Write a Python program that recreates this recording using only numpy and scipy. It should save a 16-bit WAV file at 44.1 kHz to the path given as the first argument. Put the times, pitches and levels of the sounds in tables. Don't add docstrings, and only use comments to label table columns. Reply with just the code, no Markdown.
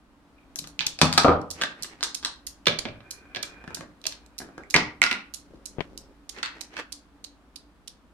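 import sys
import numpy as np
from scipy import signal
from scipy.fft import rfft, irfft
from scipy.io import wavfile
from scipy.ndimage import uniform_filter1d

SR = 44100
rng = np.random.default_rng(int(sys.argv[2]) if len(sys.argv) > 2 else 0)


def digitize_waveform(pressure):
    field = np.atleast_2d(pressure).T
    bounded = np.clip(field, -1, 1)
    quanta = np.round(bounded * 32767).astype(np.int16)
    wavfile.write(sys.argv[1], SR, quanta)


N = 358929
SIZE = 32768
HZ = np.fft.rfftfreq(SIZE, 1 / SR)
T = np.arange(SIZE) / SR
TIME = np.arange(N) / SR


def amp(db):
    return 10 ** (np.asarray(db) / 20)


def read(points, hz):
    f, value = np.transpose(points)
    return np.interp(np.log(hz + 1), np.log(f + 1), value)


def evened(x):
    return x / np.sqrt(np.mean(abs(x) ** 2) + 1e-20)


def panned(pan_db):
    return amp([[pan_db / 2], [-pan_db / 2]])


def add(mix, s, sound):
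    part = mix[:, max(round(s * SR), 0):][:, :sound.shape[1]]
    part += sound[:, :part.shape[1]]


def causal(db):
    cepstrum = irfft(db * np.log(10) / 20)
    cepstrum[1:SIZE // 2] *= 2
    cepstrum[SIZE // 2 + 1:] = 0
    return rfft(cepstrum)


def body(colour, modes):
    rings = 0
    for hz, db, t60 in modes:
        rings = rings + amp(db) / (1 + 2j * np.pi * (HZ - hz) * t60 / np.log(1000))
    return np.exp(causal(read(colour, HZ))) * (1 + rings)


def diffuse(z, hz):
    # [f/Hz, correlation 0-1]
    likeness = [(25, 0.025), (70, 1), (250, 0.93), (500, 0.88), (1000, 0.62), (2000, 0), (16000, 0.097)]
    same = read(likeness, hz)
    mid = np.sqrt((1 + same) / 2) * z[0]
    side = np.sqrt((1 - same) / 2) * z[1]
    return np.array([mid + side, mid - side])


def room(build_s=0.0037, early_db=2, early_s=0.012):
    # [f/Hz, t60/s]
    decay = [(80, 0.55), (250, 0.39), (1000, 0.38), (2500, 0.34), (5000, 0.29), (9000, 0.24), (16000, 0.17)]
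    # [f/Hz, level/dB]
    balance = [(60, 0.5), (250, -2.5), (1000, -2.5), (3000, -6), (7000, -6.5), (12000, -5), (16000, -13.5)]
    taps = rng.standard_normal((2, SIZE)) * (rng.random((2, SIZE)) < .15)
    hz, t, z = signal.stft(taps, SR, nperseg=256)
    dying = amp(-60 * t / read(decay, hz)[:, None])
    tail = signal.istft(z * dying, SR, nperseg=256)[1][:, :SIZE]
    tail *= 1 - np.exp(-(T / build_s) ** 2)
    tail *= amp(early_db * np.exp(-T / early_s))
    return evened(diffuse(rfft(tail), HZ)) * amp(read(balance, HZ))


def placed(rows, pan_db, room_db, tilt_db=0):
    return [(s, db, tilt_db + sum(bright), pan_db, room_db) for s, db, *bright in rows]


def blows(rows, thing, rooms, dense_hz=500, apart=0.9, smear_s=.0008, bounce=0.18, left_lead_s=.00008):
    colour, modes, rattle_s, share = thing
    response = body(colour, modes)
    response = response * np.exp(-4j * np.pi * smear_s * np.sqrt(HZ * 1000))
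    slope = causal(np.log2(np.clip(HZ, 150, 12000) / 1000))
    share = share * HZ ** 2 / (HZ ** 2 + dense_hz ** 2)
    lag = np.exp(-2j * np.pi * HZ * np.array([[0], [left_lead_s]]))
    dying = np.exp(-np.log(1000) * T[:SIZE // 16] / rattle_s)
    fade = np.minimum(2 * (1 - T / T[-1]), 1) ** 2
    out = np.zeros((2, N))
    for k, (s, db, bright, pan_db, room_db) in enumerate(rows):
        common, left, right = rng.standard_normal((3, len(dying))) * dying
        rattle = evened(rfft(common + apart * np.array([left, right]), SIZE))
        hit = np.sqrt(1 - share) + np.sqrt(share) * rattle
        hit = hit * response * np.exp(bright * slope)
        hit *= 1 + bounce * share * np.exp(-2j * np.pi * HZ * rng.uniform(0.00059, .0015))
        hit = evened(hit) * np.sqrt(.002 * SR)
        direct = evened(panned(pan_db)) * lag
        reflected = amp(room_db) * rooms[k % len(rooms)]
        add(out, s, amp(db) * fade * irfft(hit * (direct + reflected)))
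    return out


def coloured(drive, thing):
    pair = irfft(diffuse(rfft(drive), np.fft.rfftfreq(N, 1 / SR)), N)
    return evened(signal.oaconvolve(pair, irfft(body(*thing))[None], axes=1)[:, :N])


def friction(gain, thing, grains_per_s, spread_db, lumps_db, pan_db):
    sizes = amp(spread_db * np.minimum(rng.exponential(1, (2, N)), 4)) * rng.standard_normal((2, N))
    grains = sizes * (rng.random((2, N)) < grains_per_s / SR)
    lumps = rng.standard_normal(N)
    for size in (2200, 900):
        lumps = uniform_filter1d(lumps, size=size)
    return gain * coloured(grains * amp(lumps_db * evened(lumps)), thing) * panned(pan_db)


def strokes(rows, edge_db=10):
    return sum(amp(db - edge_db * 2 * abs(TIME - s) / length) for s, db, length in rows)


def air():
    # [f/Hz, relative level/dB]
    noise_colour = [(20, -9.5), (58, 2), (100, -12), (170, -8.5), (280, -5.5), (400, -13.5), (800, -14.5),
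                    (1300, -14.5), (2000, -20.5), (4000, -24.5), (6300, -30), (10000, -32.5),
                    (16000, -43.5)]
    # [f/Hz, level against the colour/dB, t60/s]
    drone = [(53.7, 4.5, 0.89), (184, -1, 0.56), (237.8, -8.5, 0.18), (288.6, 8, 0.25)]
    # [t/s, level/dB]
    loudness = [(0, -57.5), (.6, -54.5), (5.6, -55), (8.14, -57)]
    gain = amp(np.interp(TIME, *np.transpose(loudness)))
    return gain * coloured(rng.standard_normal((2, N)), (noise_colour, drone))


def handling():
    # [peak t/s, peak level/dB, length/s]
    shifts = [(5.46, -58, 0.049), (5.545, -48.5, .08), (5.76, -54, 0.21), (5.93, -48.5, 0.11),
              (6.11, -54, 0.13)]
    # [f/Hz, level against the colour/dB, t60/s]
    gripped = ([(30, 1.5), (100, -4.5), (300, 5.5), (550, -6), (900, -14.5), (2000, -26), (5000, -23.5),
               (16000, -47.5)], [(550, 0, 0.049)])
    return friction(strokes(shifts), gripped, grains_per_s=900, spread_db=2, lumps_db=2, pan_db=2)


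def camera_bumps(rooms):
    # [t/s, level/dB, brightness/dB per octave]
    bumps = [(5.7835, -20.5, -2.5), (5.792, -28, 1.5), (5.8055, -17, 3)]
    # colour [f/Hz, level/dB], modes [f/Hz, level against colour/dB, t60/s], rattle t60/s, share 0-1
    camera = ([(25, -4.5), (160, 0), (400, 2), (750, -5.5), (1200, -14), (3000, -18), (5000, -38.5),
              (16000, -72)], [(163.5, 2.6, 0.047)], 0.032, 0.8)
    return blows(placed(bumps, pan_db=12, room_db=-21.5), camera, rooms)


def table_booms(rooms):
    # [t/s, level/dB]
    booms = [(.592, -39), (.618, -37.5), (.795, -36.5), (.866, -41.5), (1.0155, -12.5), (1.028, -9.5),
             (1.055, -15), (1.178, -20.5), (1.246, -12), (1.283, -12), (1.812, -42), (2.675, -24.5),
             (2.880, -39), (3.675, -32.5), (3.790, -33.5), (4.757, -18.5)]
    # colour [f/Hz, level/dB], modes [f/Hz, level against colour/dB, t60/s], rattle t60/s, share 0-1
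    table = ([(25, -24.5), (55, -12.5), (85, -5.5), (125, -4), (170, 3.5), (290, 0), (400, -17.5),
             (800, -35), (4000, -71)], [(83, 14, 0.3), (158, 11.2, 0.16), (201, 1.2, 0.46),
             (251, 1.2, 0.52), (326, 3, 0.57)], 0.015, 0.94)
    return blows(placed(booms, pan_db=1.4, room_db=-4.5, tilt_db=2.66), table, rooms)


def creaking():
    # [peak t/s, peak level/dB, length/s]
    creaks = [(.39, -58.5, .03), (.435, -53, 0.064)]
    # [f/Hz, level against the colour/dB, t60/s]
    sticks = ([(300, -29), (1500, -18.5), (2400, -5), (4000, -7), (8000, -21), (16000, -39.5)],
              [(2390, 38, .015), (3600, 4, .04)])
    return friction(strokes(creaks), sticks, grains_per_s=1500, spread_db=5, lumps_db=4.0, pan_db=-1.0)


def scraping():
    # [peak t/s, peak level/dB, length/s]
    rubs = [(1.61, -34.5, .05), (1.81, -44, 0.077), (1.92, -53, .13), (5.83, -48, .08), (6.385, -43, .08),
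            (6.56, -51.5, .2), (6.74, -53, .05), (6.8, -40, .06)]
    # [f/Hz, level against the colour/dB, t60/s]
    surface = ([(100, -17), (300, 4), (700, -4), (1400, -3.5), (2200, -2), (3500, -9.5), (5500, -15),
               (9000, -25), (16000, -41.5)], [(1898, 3.4, 0.07)])
    return friction(strokes(rubs), surface, grains_per_s=2600, spread_db=1.5, lumps_db=4.5, pan_db=-2.0)


def stand_taps(rooms):
    # [t/s, level/dB]
    taps = [(.559, -39.5), (.642, -37.5), (.672, -40.5), (1.6133, -19.5), (1.6192, -16), (1.636, -16),
            (1.845, -32), (2.233, -34.5), (2.249, -26.5)]
    # colour [f/Hz, level/dB], modes [f/Hz, level against colour/dB, t60/s], rattle t60/s, share 0-1
    stand = ([(50, -49), (160, -7), (400, -7.5), (700, -10.5), (1150, -5.5), (1600, -1), (2200, -5),
             (3500, -2.5), (5500, -10.5), (8000, -19), (16000, -45)], [(1580, 3.3, 0.05), (1184, 1.5, .06)],
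             0.027, 0.66)
    return blows(placed(taps, pan_db=-1.0, room_db=-0.15, tilt_db=0.5), stand, rooms)


def catch_release(rooms):
    # [t/s, level/dB]
    clicks = [(.792, -18), (.807, -19)]
    # colour [f/Hz, level/dB], modes [f/Hz, level against colour/dB, t60/s], rattle t60/s, share 0-1
    catch = ([(100, -24.5), (700, -21.5), (1200, -13), (1600, -5), (2400, 0.5), (3400, -4), (4800, -3.5),
             (6500, -16), (10000, -33.5), (16000, -43)], [(860, 13.5, .12), (2450, 0.5, 0.045)], 0.0037, .7)
    return blows(placed(clicks, pan_db=-1.8, room_db=4.2), catch, rooms)


def frame_snaps(rooms):
    # [t/s, level/dB, brightness/dB per octave]
    snaps = [(.989, -26, 2), (1.0148, -4.5, 1.47), (1.020, -11, 0.8), (1.127, -17, 2), (1.137, -22, 3),
             (1.1773, -5.5, -0.2), (1.181, -8.5, 2.5), (1.235, -25, 1), (1.250, -23.5, -1.5),
             (1.283, -31, -2.5)]
    # colour [f/Hz, level/dB], modes [f/Hz, level against colour/dB, t60/s], rattle t60/s, share 0-1
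    frame = ([(80, -23.5), (250, -17), (500, -3), (1000, -1.5), (1600, -4), (2500, -10), (4500, -0.5),
             (6000, -8.5), (9000, -16.5), (12000, -32), (16000, -52)], [(828, 6.5, 0.21), (1150, 0.5, 0.12),
             (1268, 5.5, 0.053), (2500, 1.5, 0.012), (4300, -6.5, 0.058)], 0.016, 0.63)
    return blows(placed(snaps, pan_db=1.0, room_db=1.6), frame, rooms)


def weight_thuds(rooms, count=6):
    # [t/s, level/dB, time between rocks/s, loss per rock/dB]
    landings = [(1.2455, -7, .0044, 3), (1.2823, -8, .0105, 3.5)]
    # colour [f/Hz, level/dB], modes [f/Hz, level against colour/dB, t60/s], rattle t60/s, share 0-1
    weight = ([(60, -15), (150, -8.5), (280, 2), (420, 1), (650, 4), (900, -1), (1300, 3), (1700, -17.5),
              (2500, -17), (4500, -29.5), (8000, -60.5), (16000, -69)], [(273, 6, 0.4), (486, 8.5, 0.34),
              (589, 1.5, 0.25), (786, 2.5, 0.25), (1200, 0, 0.14), (1230, 2.5, 0.25), (1374, -0.5, 0.3)],
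              .016, 0.39)
    rocks = [(s + k * gap_s, db - k * loss_db)
             for s, db, gap_s, loss_db in landings for k in range(count)]
    return blows(placed(rocks, pan_db=1.0, room_db=1.55), weight, rooms)


def lever_clacks(rooms):
    # [t/s, level/dB, brightness/dB per octave]
    clacks = [(2.008, -33, -4.5), (2.0287, -16.5, -2.5), (2.0357, -17.5, 5), (2.0426, -25, 0.5),
              (2.228, -35.5, -5.5), (2.2485, -17, -0.5), (2.259, -24.5, -2)]
    # colour [f/Hz, level/dB], modes [f/Hz, level against colour/dB, t60/s], rattle t60/s, share 0-1
    lever = ([(100, -33.5), (300, -14.5), (600, -16), (1000, -4), (1600, -1), (2400, -6.5), (4000, 8.5),
             (6000, 3), (9000, -4.5), (12000, -19.5), (16000, -40.5)], [(1560, 3.4, 0.073), (3740, 5, 0.07),
             (4270, 5, 0.07), (8390, 2, 0.031)], 0.024, 0.3)
    return blows(placed(clacks, pan_db=-3.5, room_db=1.6), lever, rooms)


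def stick_knocks(rooms):
    # [t/s, level/dB, brightness/dB per octave]
    knocks = [(2.657, -28, 3), (2.6675, -12.5, 2), (2.6705, -8, -0.5), (2.681, -13, 1),
              (2.853, -23.5, -3.5), (2.857, -24.5, -5), (2.886, -34, -2.5), (3.005, -42, -3),
              (3.3475, -26, 1), (3.360, -25, 1.5), (3.367, -25, -1.5), (3.432, -27, 0.5), (4.040, -34, 4.5),
              (4.054, -26.5, 1.5), (4.123, -33, 4)]
    # colour [f/Hz, level/dB], modes [f/Hz, level against colour/dB, t60/s], rattle t60/s, share 0-1
    stick = ([(70, -18.5), (110, -8.5), (200, -7), (400, -3.5), (600, -3.5), (1000, -6), (1500, -0.5),
             (2300, 0.5), (3900, 2.5), (5200, -3.5), (7500, -18.5), (11000, -28.5), (16000, -40.5)],
             [(112, 5, 0.24), (225, 3.5, 0.15), (580, 9, 0.2), (628, 6, 0.14), (1674, 3, 0.11),
             (2330, 6.3, 0.073)], 0.02, 0.79)
    return blows(placed(knocks, pan_db=-5.5, room_db=-0.06), stick, rooms)


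def rolling(growth=0.59, stop_s=.05):
    # [start t/s, length/s, level at the bottom/dB]
    descents = [(2.86, .86, -50), (3.93, 0.87, -62.5)]
    # [f/Hz, level against the colour/dB, t60/s]
    rails = ([(60, -12), (170, -3.5), (330, 2), (600, -6), (1100, -7.5), (1600, -0.5), (2400, -15),
             (3200, -16.5), (7000, -30), (16000, -42)], [(1550, 3.2, 0.06), (2420, 24, .06)])
    gain = np.zeros(N)
    for s, length, db in descents:
        speed = np.clip((TIME - s) / length, 0, 1)
        stopping = np.exp(-np.maximum(TIME - s - length, 0) / stop_s)
        gain += amp(db) * speed ** growth * stopping
    return friction(gain, rails, grains_per_s=2000, spread_db=2, lumps_db=2.5, pan_db=-1)


def rail_jolts(rooms):
    # [t/s, level/dB]
    jolts = [(3.640, -37.5), (3.677, -33), (3.705, -36.5), (3.770, -34.5), (3.808, -30.5), (4.402, -34),
             (4.417, -34), (4.445, -42), (4.488, -40.5), (4.579, -30.5)]
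    # colour [f/Hz, level/dB], modes [f/Hz, level against colour/dB, t60/s], rattle t60/s, share 0-1
    joint = ([(70, -10.5), (180, 0.5), (330, 2), (600, -4), (1000, -9), (1500, -5), (2400, -17),
             (4000, -21), (7000, -26), (16000, -50.5)], [(196.5, 1.5, 0.16), (1600, -5, 0.043),
             (2422, -2, .04)], 0.017, 0.94)
    return blows(placed(jolts, pan_db=-1.5, room_db=1.4, tilt_db=1.0), joint, rooms)


def rim_strikes(rooms):
    # [t/s, level/dB]
    strikes = [(4.635, -41.5), (4.7415, -6), (4.745, -13.5), (5.017, -7.5), (5.030, -18.5)]
    # colour [f/Hz, level/dB], modes [f/Hz, level against colour/dB, t60/s], rattle t60/s, share 0-1
    rim = ([(100, -22.5), (1200, -19.5), (1700, -6), (2050, 4), (2500, -2.5), (3200, -22.5), (7500, -13.5),
           (16000, -54.5)], [(1924, 9.1, .14), (2060, 4, .15), (2120, 2, .12), (2280, 1, .025)],
           0.0067, 0.46)
    return blows(placed(strikes, pan_db=-9.5, room_db=0.0), rim, rooms)


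def tube_drop(rooms):
    # [t/s, level/dB, brightness/dB per octave]
    knocks = [(4.743, -15.5, -1), (4.752, -12.5, -2.5), (4.7625, -9, 4.5), (4.765, -10.5, -1),
              (4.780, -20.5, -2.5)]
    # colour [f/Hz, level/dB], modes [f/Hz, level against colour/dB, t60/s], rattle t60/s, share 0-1
    tube = ([(80, -18.5), (200, -6), (500, -9.5), (1000, -4), (1500, -3), (2000, -5), (2600, -2.5),
            (3500, -7.5), (5000, -5), (7500, -21.5), (11000, -41), (16000, -55.5)], [(302, 1.4, .15),
            (424, 6.4, 0.09), (1945, 4.6, 0.11), (2190, 5.5, 0.086)], 0.048, 0.27)
    return blows(placed(knocks, pan_db=0.0, room_db=-0.8), tube, rooms)


def lid_landing(rooms):
    # [t/s, level/dB, brightness before the shared tilt/dB per octave]
    hits = [(5.018, -12, 0), (5.028, -20, 1), (5.0383, -10.5, 0.5), (5.064, -20, -1.5), (5.1125, -17, 1),
            (5.116, -17, -3), (5.128, -23.5, -1.5)]
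    # colour [f/Hz, level/dB], modes [f/Hz, level against colour/dB, t60/s], rattle t60/s, share 0-1
    lid = ([(80, -44.5), (220, -12.5), (500, -17.5), (1000, -7.5), (1500, -5), (2000, -0.5), (2700, -1.5),
           (3500, -5), (4700, -3), (7000, -17.5), (11000, -28.5), (16000, -47)], [(205, 7, .2),
           (1420, 13, 0.079), (1884, 1, .25), (2022, -0.5, 0.25), (2665, -0.5, 0.1)], 0.0043, 0.97)
    return blows(placed(hits, pan_db=-1.5, room_db=0.9, tilt_db=0.77), lid, rooms)


def lid_clinks(rooms):
    # [t/s, level/dB]
    clinks = [(6.364, -43.5), (6.385, -37), (6.4293, -18.5), (6.433, -23.5), (6.450, -30), (6.459, -26.5),
              (6.767, -27), (6.778, -32.5), (6.789, -31.5)]
    # colour [f/Hz, level/dB], modes [f/Hz, level against colour/dB, t60/s], rattle t60/s, share 0-1
    damped = ([(100, -23), (300, -15), (600, -18.5), (1000, -5.5), (1500, 1), (2700, -3), (4300, -4.5),
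              (6000, -12), (9000, -23.5), (16000, -43.5)], [(1798, 0.98, 0.12), (2635, 3.7, 0.03),
              (4356, 1.4, 0.023)], 0.013, 1)
    return blows(placed(clinks, pan_db=-6.5, room_db=1.2, tilt_db=0.3), damped, rooms)


def cradle(rooms, room_db=-1, dull_dry=.6, count=3):
    # [t/s, level before the contact rise/dB, brightness/dB per octave, clatter/s]
    swings = [(0.5578, -25.5, 5, 0), (0.5873, -25, -1, 0.0029), (.640, -37.5, -8, 0.0011),
              (.673, -36, 6, 0), (0.8656, -17, -3, 0.0022), (1.415, -43.5, -1.5, 0),
              (1.5037, -28.5, 2, 0.0091), (1.8238, -26.5, 1.5, 0.0098), (2.1455, -23.5, -0.5, 0.0039),
              (2.467, -27.5, 1.5, 0.0031), (2.788, -20.5, -5, 0.0028), (3.1076, -29, 2.5, .003),
              (3.4272, -24.5, -1.5, 0.0029), (3.7458, -26.5, 1, 0.0023), (4.015, -45.5, -2, 0.00048),
              (4.0661, -19, -2.5, 0.0022), (4.262, -46.5, -1, 0), (4.3811, -31, 3, 0.0073),
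              (4.7008, -30.5, 0.5, 0.007), (5.3381, -30.5, 2, .0068), (5.6562, -30.5, 2, 0.0041),
              (5.9759, -30, 2, 0.0012), (6.2923, -30.5, -1, 0.0033), (6.609, -28, -2.5, 0.0038),
              (6.9218, -31, 0.5, 0.0047), (7.2416, -32.5, -2, 0.004), (7.5585, -34.5, -1, 0.0031),
              (7.8753, -35.5, -1.5, 0.0044)]
    # [t/s, left over right/dB]
    pan = [(.9, 5), (1.5, -8), (4.4, -8), (6.6, -14.5), (7.9, -10.5)]
    # colour [f/Hz, level/dB], modes [f/Hz, level against colour/dB, t60/s], rattle t60/s, share 0-1
    steel = ([(100, -25), (600, -20), (1500, -18.5), (2500, -7.5), (3800, -2), (5500, 4), (7500, 0.5),
             (10000, -3), (13000, -11), (16000, -27)], [(4160, 0.5, 0.003), (6660, -17.5, 0.0066)],
             0.013, 1)
    contact_gap_s = .0022
    rise_db = 2
    crowding = 0.48
    contacts = []
    for s, db, bright, clatter_s in swings:
        pan_db = np.interp(s, *np.transpose(pan))
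        for part in np.linspace(0, 1, min(count, 1 + int(clatter_s / contact_gap_s))):
            t = s + clatter_s * part ** crowding
            contacts.append((t, db + rise_db * (part - .5), bright, pan_db, room_db + dull_dry * bright))
    return blows(contacts, steel, rooms)


def scene():
    rooms = [room() for _ in range(5)]
    struck = [camera_bumps, table_booms, stand_taps, catch_release, frame_snaps, weight_thuds, lever_clacks,
              stick_knocks, rail_jolts, rim_strikes, tube_drop, lid_landing, lid_clinks, cradle]
    rubbed = handling() + creaking() + scraping() + rolling()
    return air() + rubbed + sum(source(rooms) for source in struck)


def suppress(x, depth_db=6, margin_db=12, from_hz=2000):
    hz, _, z = signal.stft(x, SR, nperseg=512)
    power = (abs(z) ** 2).mean(0)
    power = uniform_filter1d(uniform_filter1d(power, size=7, axis=0), size=2, axis=1)
    floor = np.percentile(power, 15, axis=1)[:, None]
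    threshold = floor * amp(margin_db) ** 2 + 1e-20
    treble = (hz ** 2 / (hz ** 2 + from_hz ** 2))[:, None]
    cut_db = depth_db * treble / (1 + abs(power) / threshold)
    return signal.istft(z * amp(-cut_db), SR, nperseg=512)[1][:, :N]


def record(dry):
    quiet = suppress(dry)
    clipped = quiet / (1 + quiet ** 8) ** (1 / 8)
    lowpass = signal.firwin(255, 16400, window=("kaiser", 8), fs=SR)
    return signal.oaconvolve(clipped, lowpass[None], "same")


dry = scene()
out = record(dry)
digitize_waveform(out)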